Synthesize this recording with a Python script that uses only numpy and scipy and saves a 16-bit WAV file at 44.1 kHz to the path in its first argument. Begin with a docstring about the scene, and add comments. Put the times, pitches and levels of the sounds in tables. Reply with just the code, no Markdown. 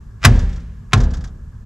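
"""A steel towing coupling is pressed home and locks with two hard clunks, outdoors and close by.
The head grinds onto the ball; each clunk is a quick run of contacts that ring the head or the latch.
Drawbar and caravan body boom after it, panels leave a hollow tail and a loose fitting rattles.
A low outdoor rumble lies beneath, and the loudest peaks overload the microphone."""
import sys
import numpy as np
from scipy import signal
from scipy.fft import rfft, irfft, next_fast_len
from scipy.io import wavfile

SR = 44100
rng = np.random.default_rng(int(sys.argv[2]) if len(sys.argv) > 2 else 0)


def output_pcm(signal):
    """Save a mono or channel-first signal as 16-bit PCM at the path in sys.argv[1].

    Samples are clipped to [-1, 1] before scaling.
    """
    pcm = np.clip(np.atleast_2d(signal).T, -1, 1) * 32767
    wavfile.write(sys.argv[1], SR, np.round(pcm).astype(np.int16))


N = 72765

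# steel-on-steel noise spectrum (frequency [Hz], density [dB])
CRACK_SPECTRUM = [(150, -19.5), (500, -15.5), (800, -7.5), (1200, 3), (2300, -0.5), (4200, -8.5),
                  (5400, -8), (7500, -7.5), (9000, -16), (12000, -15), (16000, -33.5)]
# coupling takes the load (time [s], boom [dB], hollow tail [dB], jingle [dB])
CLUNKS = [(0.2473, 1.5, 5, 3), (.933, -2.5, 3, -13)]


def undb(db):
    """Decibels to gain."""
    return 10 ** (np.asarray(db) / 20)


def curve(points, hz):
    """Interpolate a table on a log-frequency axis."""
    knots_hz, values = np.array(points, float).T
    return np.interp(np.log(np.maximum(hz, 1)), np.log(knots_hz), values)


def shape(x, response):
    """Filter by a gain that is a function of frequency."""
    size = next_fast_len(2 * N)
    return irfft(rfft(x, size) * response(np.fft.rfftfreq(size, 1 / SR)), size)[..., :N]


def noise(spectrum):
    """Coloured noise, rms 1."""
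    size = next_fast_len(N)
    gain = undb(curve(spectrum, np.fft.rfftfreq(size, 1 / SR)))
    x = irfft(rfft(rng.standard_normal(size)) * gain, size)[:N]
    return x / x.std()


def decay(t, t60_s):
    """Exponential fall, 60 dB in t60_s."""
    return np.exp(-np.log(1000) * t / t60_s)


def fade(x, t60_table):
    """Decay each octave at its own rate."""
    t, size = np.arange(N) / SR, next_fast_len(N)
    spectrum = rfft(x, size)
    octave = np.log2(np.clip(np.fft.rfftfreq(size, 1 / SR), 32, 16384))
    out = 0
    for k in range(5, 15):
        band = irfft(spectrum * np.maximum(1 - abs(octave - k), 0), size)[:N]
        out = out + band * decay(t, curve(t60_table, 2 ** k))
    return out


def swell(t, tau_s):
    """Exponential rise from 0 towards 1."""
    return 1 - np.exp(-t / tau_s)


def at(start_s, x):
    """Delay to a start time."""
    return np.concatenate([np.zeros(int(start_s * SR)), x])[:N]


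def lowpass(x, cutoff_hz):
    """Second-order Butterworth low-pass."""
    return signal.sosfilt(signal.butter(2, cutoff_hz, fs=SR, output="sos"), x)


def mode(t, hz, db, t60_s):
    """One damped resonance."""
    return undb(db) * np.sin(2 * np.pi * hz * t) * decay(t, t60_s)


def outdoors(t):
    """Low rumble, alike on both sides, with a faint wide hiss."""
    air_spectrum = [(15, -17), (25, -3.5), (50, -1), (120, -2.5), (160, -12.5), (235, -17.5), (280, -32.5),
                    (440, -32), (520, -39.5), (780, -42), (1080, -35.5), (1500, -41.5), (1660, -33.5),
                    (1850, -46.5), (2200, -52), (3800, -55.5), (7200, -53), (10500, -66), (11800, -57),
                    (14500, -92)]  # outdoor air (frequency [Hz], density [dB])
    air_width = [(60, -24), (110, -26), (200, -12.5), (380, -1.5), (1000, -5), (8000, -5.5), (15000, -7)]  # stereo width (frequency [Hz], side gain [dB])
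    air_db, edge_s = -34.5, 0.004
    side = shape(noise(air_spectrum), lambda hz: undb(curve(air_width, hz)))
    air = undb(air_db) * (noise(air_spectrum) + np.array([side, -side]))
    return air * (swell(t, edge_s) * swell(t[::-1], edge_s)) ** 2


def slide(t):
    """The head grinds ever harder over the ball until it seats."""
    start_s, end_s, end_db, growth_db_per_s = 0.19, 0.25, -21, 949.5
    force = undb(end_db - growth_db_per_s * abs(t - end_s)) * (t > start_s) * (t < end_s)
    return lowpass(noise(CRACK_SPECTRUM) * force, cutoff_hz=5560)


def steel_ring(t, modes):
    """Free ring of a struck part; high modes die sooner."""
    t60_at_1khz_s = 0.087
    return sum(mode(t, hz, db, t60_at_1khz_s * (hz / 1000) ** -0.4) for hz, db in modes)


def coupling(t):
    """Each contact cracks and rings the part it strikes; softer contacts tend to be duller."""
    contacts = [(0.2195, -37, 5200, "head"), (0.2303, -22, 4700, "head"), (0.2397, -9.5, 4600, "head"),
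                (.2470, -5.5, 5000, "head"), (0.2502, 2, 15080, "latch"), (.2517, 4.5, 15300, "head"),
                (.579, -38, 2510, "latch"), (0.912, -43.5, 3510, "latch"), (0.9217, -28.5, 3520, "latch"),
                (0.9322, -4, 5900, "latch"), (0.935, -4, 7100, "latch")]  # steel contacts (time [s], level [dB], cutoff [Hz], part struck)
    steel_modes = {"head": [(408, -10), (708, -3), (896, -5.5), (1160, 3), (1460, -3), (1733, -6),
                   (2014, 6), (2353, -3), (2480, 1), (2952, -6.5), (3705, -2), (4935, -1.5), (5106, 0.5)],
                   "latch": [(410, -4.5), (626, -10.5), (770, -3.5), (1063, 3), (1267, 1), (1360, 1.5),
                   (1616, -3), (1713, -6.5), (1853, -1.5), (2286, -6.5), (2567, -0.5), (3451, -5.5),
                   (5981, -10.5)]}  # modes of head and latch, by part (frequency [Hz], level [dB])
    crack_t60 = [(300, 0.14), (1500, 0.063), (5000, 0.077), (9000, 0.058), (15000, 0.03)]  # crack decay (frequency [Hz], t60 [s])
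    crack_db, ring_db, snap_db = -11, -17.5, 8.5
    snap = 1 + undb(snap_db) * decay(t, t60_s=0.014)  # lifts the first instant
    rings = {part: steel_ring(t, modes) for part, modes in steel_modes.items()}
    out = 0
    for start_s, db, cutoff_hz, part in contacts:
        crack = undb(crack_db) * snap * fade(noise(CRACK_SPECTRUM), crack_t60)
        hit = crack + undb(ring_db) * rings[part]
        out = out + undb(db) * at(start_s, lowpass(hit, cutoff_hz))
    return out


def body(t):
    """The drawbar passes each clunk to the body: low modes build slowly, the frame rings above them."""
    # drawbar and body modes (frequency [Hz], level [dB], rise [s], t60 [s])
    body_modes = [(36.41, 5, 0.083, .58), (45.62, 12.5, 0.082, 0.37), (49.01, -18.5, .06, 1.6),
                  (65.97, 6, .12, 0.59), (75.25, -4.5, 0.0085, 0.3), (81.43, -1, .082, .53),
                  (103.17, -9, 0.012, 0.5), (109.24, 11.5, .025, .2), (124.06, 2, 0.011, .23),
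                  (134.3, -4.5, .004, 0.17), (166.5, -22, 0.012, 1.18), (211.8, -23.5, .005, .7),
                  (240.3, -16, .006, .54)]
    frame_modes = [(371, -38.5), (479, -39.5), (708, -32.5), (786, -33), (890, -40), (1615, -43)]  # steel frame modes (frequency [Hz], level [dB])
    body_db = -0.5
    boom = sum(mode(t, hz, db, t60_s) * swell(t, rise_s) ** 2 for hz, db, rise_s, t60_s in body_modes)
    frame = sum(mode(t, hz, db, t60_s=0.45) for hz, db in frame_modes)
    return undb(body_db) * sum(undb(db) * at(start_s, boom + frame) for start_s, db, *_ in CLUNKS)


def panels(t):
    """Many panel resonances blur into a hollow tail; small fittings jingle on top."""
    tail_spectrum = [(15, -22.5), (28, -3.5), (120, -9), (235, -13.5), (300, -22.5), (450, -23), (600, -28),
                     (1540, -36.5), (1690, -31), (1900, -42), (4200, -48), (10000, -71), (15000, -95)]  # panel tail (frequency [Hz], density [dB])
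    tail_t60 = [(50, 1), (200, 0.84), (2000, .63)]  # panel decay (frequency [Hz], t60 [s])
    jingle_spectrum = [(800, -10.5), (1700, 7), (3000, -1), (4200, -5.5), (7000, -9), (10500, -28.5),
                       (15000, -42)]  # small fittings (frequency [Hz], density [dB])
    tail_gain_db, jingle_gain_db = -17, -37.5
    out = 0
    for start_s, _, tail_db, jingle_db in CLUNKS:
        hollow = undb(tail_gain_db + tail_db) * fade(noise(tail_spectrum), tail_t60)
        jingle = undb(jingle_gain_db + jingle_db) * noise(jingle_spectrum) * decay(t, t60_s=0.99)
        out = out + at(start_s, (hollow + jingle) * swell(t, tau_s=0.0093))
    return out


def rattles(t):
    """A loose fitting chinks as the drawbar shakes: same tick and ring each time, fresh scrape."""
    chinks = [(.288, -3), (0.3581, -2.5), (0.39, 3), (0.423, -9), (0.4901, -9), (0.5271, -7), (0.5588, -7),
              (0.5978, -15.5), (0.973, 2.5), (1.0021, 7), (1.034, 1), (1.1055, -5.5), (1.136, 3),
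              (1.168, -5.5), (1.207, -8), (1.2394, -0.5), (1.272, -11.5)]  # fitting impacts (time [s], level [dB])
    chink_spectrum = [(400, -5.5), (1000, 0), (1700, 11), (2500, -3.5), (3400, 5), (4200, 0.5), (5500, 5.5),
                      (7300, 1), (8400, -10.5), (10300, -22.5), (11800, -18.5), (15000, -46.5)]  # ring and scrape (frequency [Hz], density [dB])
    ring_t60 = [(1000, 0.24), (2000, 0.043), (4000, 0.058), (8000, 0.048)]  # ring decay (frequency [Hz], t60 [s])
    tick_spectrum = [(4000, -25), (8500, -1), (12500, -6), (15000, -22)]  # bright leading edge (frequency [Hz], density [dB])
    rattle_db, tick_db, scrape_db = -35.5, -25, -2.5
    ring = fade(noise(chink_spectrum), ring_t60)
    tick = undb(tick_db) * noise(tick_spectrum) * decay(t, t60_s=0.035)
    attack = swell(t, tau_s=0.003)
    out = 0
    for start_s, db in chinks:
        scrape = undb(scrape_db) * noise(chink_spectrum) * decay(t, t60_s=0.087)
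        out = out + undb(db) * at(start_s, tick + (ring + scrape) * attack)
    return undb(rattle_db) * out


def mic_port(x, sign):
    """One of two close ports (+1 left, -1 right); each takes half the phase and level difference."""
    phase = [(250, 0), (700, -.18), (2300, -.52), (3600, -.55), (5500, -.3), (9000, -.35), (13000, -.9)]  # port phase (frequency [Hz], left lead [rad])
    balance = [(200, 0), (700, -.8), (4000, .2), (8000, 2.3), (12000, 0)]  # port balance (frequency [Hz], left minus right [dB])
    half = sign / 2
    return shape(x, lambda hz: undb(half * curve(balance, hz)) * np.exp(1j * half * curve(phase, hz)))


def scene():
    """Hitch at two ports over outdoor air; panel scatter and a sideways steel echo add width."""
    scatter_width = [(40, -45.5), (120, -39.5), (400, -20), (1000, -15), (2000, -11), (10000, -13)]  # width of scattered sound (frequency [Hz], side gain [dB])
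    echo_s, echo_db = 0.0055, -3.5
    t = np.arange(N) / SR
    steel = slide(t) + coupling(t) + rattles(t)
    mid = steel + body(t) + panels(t)
    scattered = panels(t) + undb(echo_db) * at(echo_s, steel)
    side = shape(scattered, lambda hz: undb(curve(scatter_width, hz)))
    return np.array([mic_port(mid, sign) + sign * side for sign in (1, -1)]) + outdoors(t)


def record(dry):
    """Microphone overload: peaks flatten at full scale, then the top is cut."""
    knee, top_hz = 12, 15800
    clipped = dry / (1 + abs(dry) ** knee) ** (1 / knee)
    return signal.sosfilt(signal.ellip(8, 0.2, 70, top_hz, fs=SR, output="sos"), clipped)


dry = scene()
out = record(dry)
output_pcm(out)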